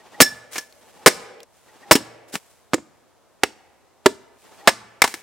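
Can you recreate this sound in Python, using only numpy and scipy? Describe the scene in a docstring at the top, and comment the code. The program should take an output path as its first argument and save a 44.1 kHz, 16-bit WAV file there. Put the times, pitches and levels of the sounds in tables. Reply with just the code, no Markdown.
"""An autumn wood: a steel folding shovel is thrown and chopped at a tree trunk close to the microphone. In
flight it swishes and whistles (wavering tones and filtered noise); each blow is a shaped noise crack, a damped
low thud and a ring of beating blade modes. Throws chatter at the hinge; the loose shovel then drops into dry
leaves and dead branches, built from noise grains and snaps. Decaying noise echoes answer each blow until its
attempt is cut off; a soft hush lies beneath, and the loudest peaks are flattened."""
import sys
import numpy as np
from scipy import signal
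from scipy.fft import rfft, irfft
from scipy.io import wavfile
from scipy.ndimage import uniform_filter1d

SR = 44100
rng = np.random.default_rng(int(sys.argv[2]) if len(sys.argv) > 2 else 0)


def waveform_to_disk(signal):
    """Save audio, clipped to [-1, 1], as 16-bit WAV at the path in sys.argv[1]."""
    frames = np.transpose(np.atleast_2d(signal))
    scaled = np.clip(frames, -1, 1) * 32767
    samples = np.round(scaled).astype(np.int16)
    wavfile.write(sys.argv[1], SR, samples)


N = 230598  # length in samples


def amp(db):
    """Decibels to gain."""
    return 10 ** (np.asarray(db) / 20)


def unit(x):
    """Scales to rms 1."""
    return x / np.sqrt(np.mean(x ** 2) + 1e-20)


def read(points, hz, axis=1):
    """Reads one column of a table along log frequency."""
    table = np.array(points, float)
    return np.interp(np.log(hz + 1), np.log(table[:, 0] + 1), table[:, axis])


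def add(mix, start_s, sound):
    """Mixes a sound in at a start time."""
    part = mix[:, max(round(start_s * SR), 0):][:, :sound.shape[-1]]
    part += sound[..., :part.shape[1]]


def bump(hz, centre_hz, octaves):
    """A bell of height 1 around a frequency."""
    return np.exp(-.5 * (np.log2((hz + 1) / centre_hz) / octaves) ** 2)


# left-right likeness of close sounds before any widening: pitch_hz, likeness (0 to 1)
LIKENESS = [(40, 0.32), (150, 0.59), (400, 0.95), (2000, 1), (5000, .92), (14000, 0.84)]


def coloured(white, colour_db, spread=1):
    """Two noises become a left-right pair with a spectrum, at rms 1; spread widens it."""
    hz = np.fft.rfftfreq(white.shape[1], 1 / SR)
    mid, side = rfft(white) * amp(colour_db(hz))
    same = np.clip(read(LIKENESS, hz), 0, 1)
    side = side * spread * np.sqrt((1 - same) / (1 + same))
    return unit(irfft(np.array([mid + side, mid - side]), white.shape[1]))


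# spectrum of the distant hush of the wood: pitch_hz, relative level_db (per Hz)
AIR_COLOUR = [(20, -23), (45, -10.5), (80, -4.5), (150, -9), (300, -6.5), (550, -2), (950, -4), (1500, -11),
              (2500, -17), (8000, -22), (16000, -32)]
AIR_DB = -59.5


def hush():
    """Far-off air in the trees: steady, wide filtered noise."""
    white = rng.standard_normal((2, N))
    return amp(AIR_DB) * coloured(white, lambda hz: read(AIR_COLOUR, hz), spread=3.9)


# dry leaves crushed by the falling shovel or stirred by feet: start_s, hold_s, level_db, release_t60_s
RUSTLES = [(0.01, 0.12, -72, .1), (0.537, 0.046, -36.5, 0.23), (0.665, 0.34, -58.5, .25),
           (1.59, 0.22, -61, 0.31), (2.285, 0.016, -54, 0.13), (2.337, .024, -33.5, 0.087),
           (2.407, 0.1, -58, 1), (4.428, 0.18, -58, 0.31), (5.042, .02, -36, 0.55)]
SWELL_SHARE, STIR_DB = 0.26, -75.5  # swell width as a share of the hold; the leaves are never quite still


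def rustling():
    """How hard the leaves are stirred: each rustle swells, holds and dies away."""
    clock, power = np.arange(N) / SR, amp(STIR_DB) ** 2
    for start_s, hold_s, level_db, t60_s in RUSTLES:
        before_s = np.minimum(clock - start_s, 0)
        after_s = np.maximum(clock - start_s - hold_s, 0)
        swell = np.exp(-.5 * (before_s / (SWELL_SHARE * hold_s)) ** 2)
        power = power + (swell * amp(level_db - 60 * after_s / t60_s)) ** 2
    return np.sqrt(power)


# spectrum of crackling leaves: pitch_hz, relative level_db (per Hz)
LEAF_COLOUR = [(25, -27.5), (100, -9), (400, -6.5), (1000, 0), (2200, 1.5), (4500, -3.5), (8000, -1),
               (12000, -6.5), (16000, -11.5)]
# twigs snapping: start_s, level_db, pitch_hz
TWIGS = [(0.524, -40, 7000), (0.725, -43.5, 4260), (1.404, -39, 3305), (1.4317, -37.5, 6050),
         (2.331, -36, 4000)]


def litter(grains_per_s=5000, twig_t60_s=0.015):
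    """Dry leaves crackle in sparse random grains; now and then a twig snaps in a short noise burst."""
    grains = (rng.random(N) < grains_per_s / SR) * rng.standard_normal((2, N))
    out = rustling() * coloured(grains, lambda hz: read(LEAF_COLOUR, hz), spread=3.7)
    t = np.arange(2 ** 11) / SR
    for start_s, level_db, twig_hz in TWIGS:
        snap = coloured(rng.standard_normal((2, len(t))), lambda hz: 16 * bump(hz, twig_hz, 0.5))
        add(out, start_s, snap * amp(level_db - 60 * t / twig_t60_s))
    return out


def breathy(hz, waver_hz, waver_per_s=120):
    """An unsteady air tone that wavers around a pitch curve."""
    low_pass = signal.butter(2, waver_per_s, fs=SR)
    waver = unit(signal.lfilter(*low_pass, rng.standard_normal(len(hz))))
    return unit(np.sin(2 * np.pi * np.cumsum(hz + waver_hz * waver) / SR))


# spectrum of the blade's swish through air: pitch_hz, relative level_db (per Hz)
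SWISH_COLOUR = [(25, -29), (80, -14.5), (200, -3.5), (450, 1.5), (850, -1), (1400, -5), (2000, -8),
                (3500, -12), (8000, -19), (16000, -32)]
# the flight that ends in each throw's hit, levels as if at the microphone:
# last_whistle_s, swish_db (before its pulsing), whistle_db (before a further fade with distance)
FLIGHTS = [(.15, -46, -40), (0.977, -49.5, -53), (1.836, -48.5, -40.5), (4.613, -47, -46.5)]
FLIGHT_S, SPEED_M_PER_S, TRUNK_M = 0.25, 12, 1.8  # longest time in the air, speed, microphone to trunk
TURN_S = .141  # one turn of the shovel
WHISTLE_HZ, EDGE_TONE_HZ, DOPPLER_SHARE = 1890, 900, 0.11  # blade tones; the edge tone sags as it nears


def whirl(spin_db=3, swish_lead_s=0.013, whistle_s=.006, edge_db=-4, edge_swing_db=7, edge_lag_s=.035):
    """The spinning shovel nears: each end swishes in turn, the blade whistles once a turn, its edge sings."""
    out = np.zeros((2, N))
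    for (hit_s, *_), (last_whistle_s, swish_db, whistle_db) in zip(THROWS, FLIGHTS):
        left_s = np.arange(min(hit_s, FLIGHT_S), 0, -1 / SR)  # time until the hit
        near = TRUNK_M / (TRUNK_M + SPEED_M_PER_S * left_s)
        turn = 2 * np.pi * (hit_s - left_s - last_whistle_s) / TURN_S

        white = rng.standard_normal((2, 2 ** 15))
        swish = coloured(white, lambda hz: read(SWISH_COLOUR, hz), spread=3)[:, :len(left_s)]
        swish_turn = turn + 2 * np.pi * swish_lead_s / TURN_S
        swish = swish * amp(swish_db + spin_db * np.cos(2 * swish_turn))  # two ends, two swishes a turn

        edge = breathy(EDGE_TONE_HZ * (1 - DOPPLER_SHARE * near), waver_hz=35)
        edge_turn = turn - 2 * np.pi * edge_lag_s / TURN_S
        edge = edge * amp(swish_db + edge_db + edge_swing_db * np.cos(edge_turn))

        edge_on = np.exp((np.cos(turn) - 1) * (TURN_S / (2 * np.pi * whistle_s)) ** 2)
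        whistle = amp(whistle_db) * edge_on * breathy(np.full(len(left_s), WHISTLE_HZ), waver_hz=50)
        # the tones fade with distance faster than the swish
        add(out, hit_s - left_s[0], near * (swish + near * (edge + whistle)))
    return out


# the steel blade, each mode a close pair that beats: pitch_hz, level_db (before tilt),
# t60_s (before the contact's share), beat_hz, lift_db (of the crack while pressed on wood)
BLADE = [(795, -23.5, 0.083, 11, 1.5), (1733, -6, 0.18, 19, 4), (2124, -24.5, .08, 56, 4),
         (2310, -19, 0.049, 15, 3), (2906, -23, 0.094, 25, 1), (3531, -21.5, 0.17, 16, -0.5),
         (4000, -21, .12, 14, 2), (4475, -19, 0.11, 34, 3.5), (5020, -23, .07, 38, 3.5),
         (5410, -2, 0.1, 69, 3.5), (6510, -20.5, 0.088, 35, 0), (7080, -19.5, 0.087, 61, 3.5),
         (7674, -10.5, 0.051, 34, 4), (8300, -19, 0.073, 55, 5.5), (9040, -19, .08, 32, 4)]


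def pressed_blade(hz, width_hz=55, width_share=0.0028):
    """Pressed against wood, the blade's modes widen into broad resonances (dB)."""
    centre_hz, *_, lift_db = np.transpose(BLADE)[:, :, None]
    width = width_hz + width_share * centre_hz
    return (lift_db * np.exp(-.5 * ((hz - centre_hz) / width) ** 2)).sum(0)


def ring(t, tilt_db, share, twin_db=-2, linger_db=-14, linger_tilt_db=-7, linger=2.8, lag_s=.000012):
    """The blade rings from rest; wide swings lose energy fast in the hinge, small ones linger."""
    hz, level_db, t60_s, beat_hz, _ = np.transpose(BLADE)[:, :, None]
    fall_db = 60 * t / (t60_s * share)
    lingering = amp(linger_db + linger_tilt_db * np.log2(hz / hz[1]) - fall_db / linger)
    fade = amp(level_db + tilt_db * np.log2(hz / 4500)) * (amp(-fall_db) + lingering)
    twin = 1 + amp(twin_db) * np.exp(2j * np.pi * beat_hz * t)
    pair = np.exp(2j * np.pi * (hz - beat_hz / 2) * t) * twin
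    # left and right hear it slightly out of step
    ports = np.exp(2j * np.pi * hz.T * np.array([[-lag_s], [lag_s]]))
    return (ports @ (fade * pair)).imag * (1 - np.exp(-t / .001))


def causal(log_gain):
    """The spectrum of the quickest response that has this gain (minimum phase)."""
    circle = np.concatenate([log_gain, log_gain[-2:0:-1]])
    return np.exp(np.conj(signal.hilbert(circle)))[:len(log_gain)]


# spectrum of splitting bark and scraping steel: pitch_hz, relative level_db (per Hz)
CRACK_COLOUR = [(25, -34), (70, -13), (150, -14), (280, -3.5), (800, -2), (1500, -2.5), (3400, -9),
                (5500, -10), (8500, -13.5), (11000, -19), (16000, -25)]


def crack(t, t60_s, tilt_db, knock_hz, knock_db, knock_octaves=0.14, rise_s=0.00015, grain_db=2,
          smooth_bins=80):
    """Bark gives way in a burst of tiny fractures, coloured by the blade and a dead knock of the shaft."""
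    hz = np.fft.rfftfreq(len(t), 1 / SR)
    clumps = unit(uniform_filter1d(rng.standard_normal(len(t)), size=24))  # fibres snap in bunches
    fractures = rng.standard_normal((2, len(t))) * amp(grain_db * clumps)
    envelope = amp(-60 * t / t60_s) * (1 - np.exp(-t / rise_s))
    burst = rfft(coloured(fractures, np.zeros_like) * envelope)
    # the burst drives all bands evenly, so that wood and steel set the colour
    drive = np.sqrt(uniform_filter1d((abs(burst) ** 2).mean(0), smooth_bins) + 1e-12)
    colour_db = read(CRACK_COLOUR, hz) + pressed_blade(hz)
    colour_db += tilt_db * np.log2((hz + 200) / 1500)
    colour_db += knock_db * bump(hz, knock_hz, knock_octaves)
    shaped = irfft(burst * causal(np.log(amp(colour_db) / drive)))
    return unit(shaped) * np.sqrt(np.mean(envelope ** 2))


def thud(t, hz, t60_s=.034, upper_db=-9, upper_ratio=1.6, upper_t60_s=0.04, lowest_hz=130):
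    """Two damped modes of the shovel pressed against wood; so small a body radiates no deep bass."""
    lower = np.sin(2 * np.pi * hz * t) * amp(-60 * t / t60_s)
    upper = np.sin(2 * np.pi * hz * upper_ratio * t) * amp(upper_db - 60 * t / upper_t60_s)
    low_cut = signal.butter(2, lowest_hz, "high", fs=SR)
    return signal.lfilter(*low_cut, (lower - upper) * (1 - np.exp(-t / 0.00089)))


# the thrown shovel hits the trunk: start_s, crack_db, knock_hz, thud_db, thud_hz, chatter_db (first slap),
# step_db (per slap), chatter_tilt_db (per octave), ring_db (free ring), ring_tilt_db (per octave),
# ring_share (of the blade's t60), hum_db (shaft), echo_db (send of the hit)
THROWS = [ (0.203, 6, 1273, 2, 399.5, 2.5, -2, 6.5, -9, 2, 1.2, -54, -1.5),
          (1.061, 8, 1100, 6.5, 489.3, -1, -1.5, 3, -36, 12.5, 0.53, -61, 2),
          (1.911, 9, 1050, 6, 614.8, -4, -3.5, 7, -17, 9, 1.1, -50.5, -2),
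          (4.6743, 6, 1260, 4.5, 663.4, -5, -4, -0.5, -29, 3, 0.65, -54, -2), ]
CHATTER_GAP_S, CHATTER_T60_S, CHATTER_HZ = .0058, .036, 1950  # the hinge slaps to and fro after a throw
SHAFT_HZ = 117  # the lowest bending mode of the shaft


def throws(t, t60_s=.03, tilt_db=-1.15, knock_db=3.5, held_ring_db=-28, held_tilt_db=5, held_share=0.32,
           slap_ring_db=-18, slap_thud_db=-6, slap_ratio=.68, pan_db=-2.0, count=3):
    """The blade cracks into the trunk and chatters at its hinge; once off the bark it rings and hums."""
    for (start_s, crack_db, knock_hz, thud_db, thud_hz, chatter_db, step_db, chatter_tilt_db,
         ring_db, ring_tilt_db, ring_share, hum_db, echo_db) in THROWS:
        held = ring(t, held_tilt_db, held_share)
        hit = amp(crack_db) * crack(t, t60_s, tilt_db, knock_hz, knock_db) + amp(held_ring_db) * held
        yield start_s, hit, amp(thud_db) * thud(t, thud_hz), echo_db, pan_db

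        for k in range(count):
            strength = amp(chatter_db + k * step_db)
            slap = crack(t, CHATTER_T60_S, chatter_tilt_db, CHATTER_HZ, knock_db)
            slap = slap + amp(slap_ring_db) * held
            slap_hz = thud_hz * slap_ratio * rng.uniform(.7, 1.3)
            low = amp(thud_db + slap_thud_db) * thud(t, slap_hz, t60_s=0.027)
            slap_s = start_s + (k + 1) * CHATTER_GAP_S
            yield slap_s, strength * slap, strength * low, echo_db - 2.5, pan_db

        free = amp(ring_db) * ring(t, ring_tilt_db, ring_share)
        hum = amp(hum_db) * np.sin(2 * np.pi * SHAFT_HZ * t) * (1 - t / t[-1])
        yield start_s + count * CHATTER_GAP_S, free, hum, echo_db - 5, pan_db


# the shovel rebounds on bark, ground or dead branches: start_s, crack_db, crack_t60_s,
# tilt_db (per octave), knock_hz, thud_db, thud_hz, ring_db, echo_db (send)
BOUNCES = [ (0.557, -23.5, 0.071, 0, 2337, -34, 325, -32.5, -11),
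           (0.5814, -18, 0.034, 3, 6300, -32.5, 302, -27, 1),
           (1.953, -11, 0.057, 3, 2900, -1.5, 270, -33.5, -3.5),
           (2.339, -30, 0.079, 2, 787, -22, 262, -46.5, -10),
           (2.3542, -14, 0.019, 0, 2660, -22.5, 192, -41, -11.5),
           (2.781, -33.5, .05, -8, 2430, -29, 310, -61.5, -6.5),
           (5.0192, 6.5, 0.018, 1, 2230, -18, 449, -24, -2.5),
           (5.0403, -6.5, 0.039, -0.5, 995, -14, 843, -40, -11),
           (5.0765, -21, 0.032, 2, 895, -27, 290, -54, 1),
           (5.1405, -22, 0.034, 2.2, 1990, -27, 323, -41, -9), ]


def bounces(t, knock_db=6.0, ring_tilt_db=-1, ring_share=0.65, pan_db=1.0):
    """The loose shovel lands in single knocks, each a crack, a short ring and a thud."""
    for start_s, crack_db, t60_s, tilt_db, knock_hz, thud_db, thud_hz, ring_db, echo_db in BOUNCES:
        knock = amp(crack_db) * crack(t, t60_s, tilt_db, knock_hz, knock_db)
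        bright = knock + amp(ring_db) * ring(t, ring_tilt_db, ring_share)
        yield start_s, bright, amp(thud_db) * thud(t, thud_hz), echo_db, pan_db


def swings(swish_db=-52, length_s=0.012):
    """The blade swishes briefly on its way into each chop: a bell-shaped puff of noise."""
    out, t = np.zeros((2, N)), np.arange(2 ** 13) / SR
    puff = np.exp(-.5 * ((t - t.mean()) / length_s) ** 2)
    for start_s, *_ in CHOPS:
        white = rng.standard_normal((2, len(t)))
        swish = coloured(white, lambda hz: read(SWISH_COLOUR, hz), spread=3.6)
        add(out, start_s - t.mean(), amp(swish_db) * swish * puff)
    return out


# chops by hand: start_s, crack_db, knock_hz, touch_db (first thud), bite_delay_s, bite_db, bite_hz,
# thud_db, thud_hz, ring_db, ring_tilt_db (per octave), echo_db (send)
CHOPS = [ (2.7343, -7.5, 1246, -10, 0.0079, -10, 7200, -5, 320, -40.5, 4, -2.5),
         (3.4338, -6, 2000, -15, 0.001394, -3, 2670, -16, 418, -34.5, 4, -2),
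         (4.0593, -2.5, 1283, -1, .0026, 1, 957, 2, 381.5, -23, -4.5, -2.5), ]


def chops(t, touch_t60_s=0.023, bite_t60_s=0.018, touch_tilt_db=-3, bite_tilt_db=0, touch_knock_db=5,
          bite_knock_db=8, touch_ratio=0.723, thud_t60_s=0.041, ring_share=0.37, pan_db=-3.0):
    """A chop touches the bark with a lower thud, then bites into the wood."""
    for (start_s, crack_db, knock_hz, touch_db, delay_s, bite_db, bite_hz, thud_db, thud_hz,
         ring_db, ring_tilt_db, echo_db) in CHOPS:
        touch = amp(crack_db) * crack(t, touch_t60_s, touch_tilt_db, knock_hz, touch_knock_db)
        touch_thud = amp(touch_db) * thud(t, thud_hz * touch_ratio)
        yield start_s, touch, touch_thud, echo_db, pan_db

        bite = amp(bite_db) * crack(t, bite_t60_s, bite_tilt_db, bite_hz, bite_knock_db)
        bite = bite + amp(ring_db) * ring(t, ring_tilt_db, ring_share)
        yield start_s + delay_s, bite, amp(thud_db) * thud(t, thud_hz, thud_t60_s), echo_db, pan_db


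def echo(bands, build_s, same):
    """Countless small reflections that build up, then die at a speed set by frequency."""
    mid, side = rng.standard_normal((2, 65536))
    same = np.clip(same, 0, 1)
    common, apart = mid * np.sqrt(1 + same), side * np.sqrt(1 - same)
    white = np.array([common - apart, common + apart]) / np.sqrt(2)
    hz, t, z = signal.stft(white, SR, nperseg=512)
    t60_s = read(bands, hz, axis=2)[:, None]
    even_energy = np.sqrt(2 * np.log(1000) / (t60_s * SR))  # long tails start softer
    z *= amp(read(bands, hz)[:, None] - 60 * t / t60_s) * even_energy
    tail = signal.istft(z, SR)[1]
    return tail * (1 - np.exp(-np.arange(tail.shape[1]) / SR / build_s))


# echo of ground and undergrowth: pitch_hz, level_db (of the whole tail), t60_s
THICKET = [(100, -20, 0.74), (400, -16.5, 0.17), (1460, -19, 0.1), (4940, -17, 0.24), (9000, -15, .17),
           (16000, -19.5, .14)]
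# echo of the trees: pitch_hz, level_db (of the whole tail, before each contact's send), t60_s
FOREST = [(50.14, -29, .9), (90, -23, 1.8), (120, -22, .9), (170, -31, .9), (460, -25, 3.5),
          (1000, -25.5, 0.74), (2284, -28.5, 1.4), (4000, -26.5, 0.75), (8000, -22, 0.51),
          (15000, -27, 0.42)]
# where one attempt is cut to the next: time_s
CUTS = [0, 1.447, 2.39, 4.385, 6]


def shovel(thud_echo_db=-6):
    """Contacts crack, thud and ring into two echoes; each attempt fades over 10 ms up to its cut."""
    t, clock, out = np.arange(2 ** 14) / SR, np.arange(N) / SR, np.zeros((2, N))
    contacts = [*throws(t), *bounces(t), *chops(t)]
    for begin_s, end_s in zip(CUTS, CUTS[1:]):
        direct, sent = np.zeros((2, 2, N))
        for start_s, bright, low, echo_db, pan_db in contacts:
            if begin_s <= start_s < end_s:
                add(direct, start_s, (bright + low) * amp([[pan_db / 2], [-pan_db / 2]]))
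                # the soft ground swallows much of the thud
                add(sent, start_s, amp(echo_db) * (bright + amp(thud_echo_db) * low))
        thicket = echo(THICKET, build_s=.006, same=.7)
        forest = echo(FOREST, build_s=0.011, same=0.61)
        near = signal.fftconvolve(direct.mean(0)[None], thicket, axes=1)[:, :N]
        far = signal.fftconvolve(sent.mean(0)[None], forest, axes=1)[:, :N]
        out += (direct + near + far) * np.clip((end_s - clock) / 0.01, 0, 1)
    return out


def scene():
    """The quiet wood, leaf litter, flight, swings and blows."""
    return hush() + litter() + whirl() + swings() + shovel()


EDGE_HZ = 16200  # upper band limit


def record(dry, ceiling=0.96):
    """The loudest peaks are flattened with a hard knee; then a gentle low cut and the band limit."""
    clipped = dry / (1 + (dry / ceiling) ** 20) ** (1 / 20)
    clipped = signal.lfilter(*signal.butter(1, 45, "high", fs=SR), clipped)
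    band_limit = signal.firwin(255, EDGE_HZ, window=("kaiser", 8), fs=SR)
    return signal.oaconvolve(clipped, band_limit[None], "same")


dry = scene()
out = record(dry)
waveform_to_disk(out)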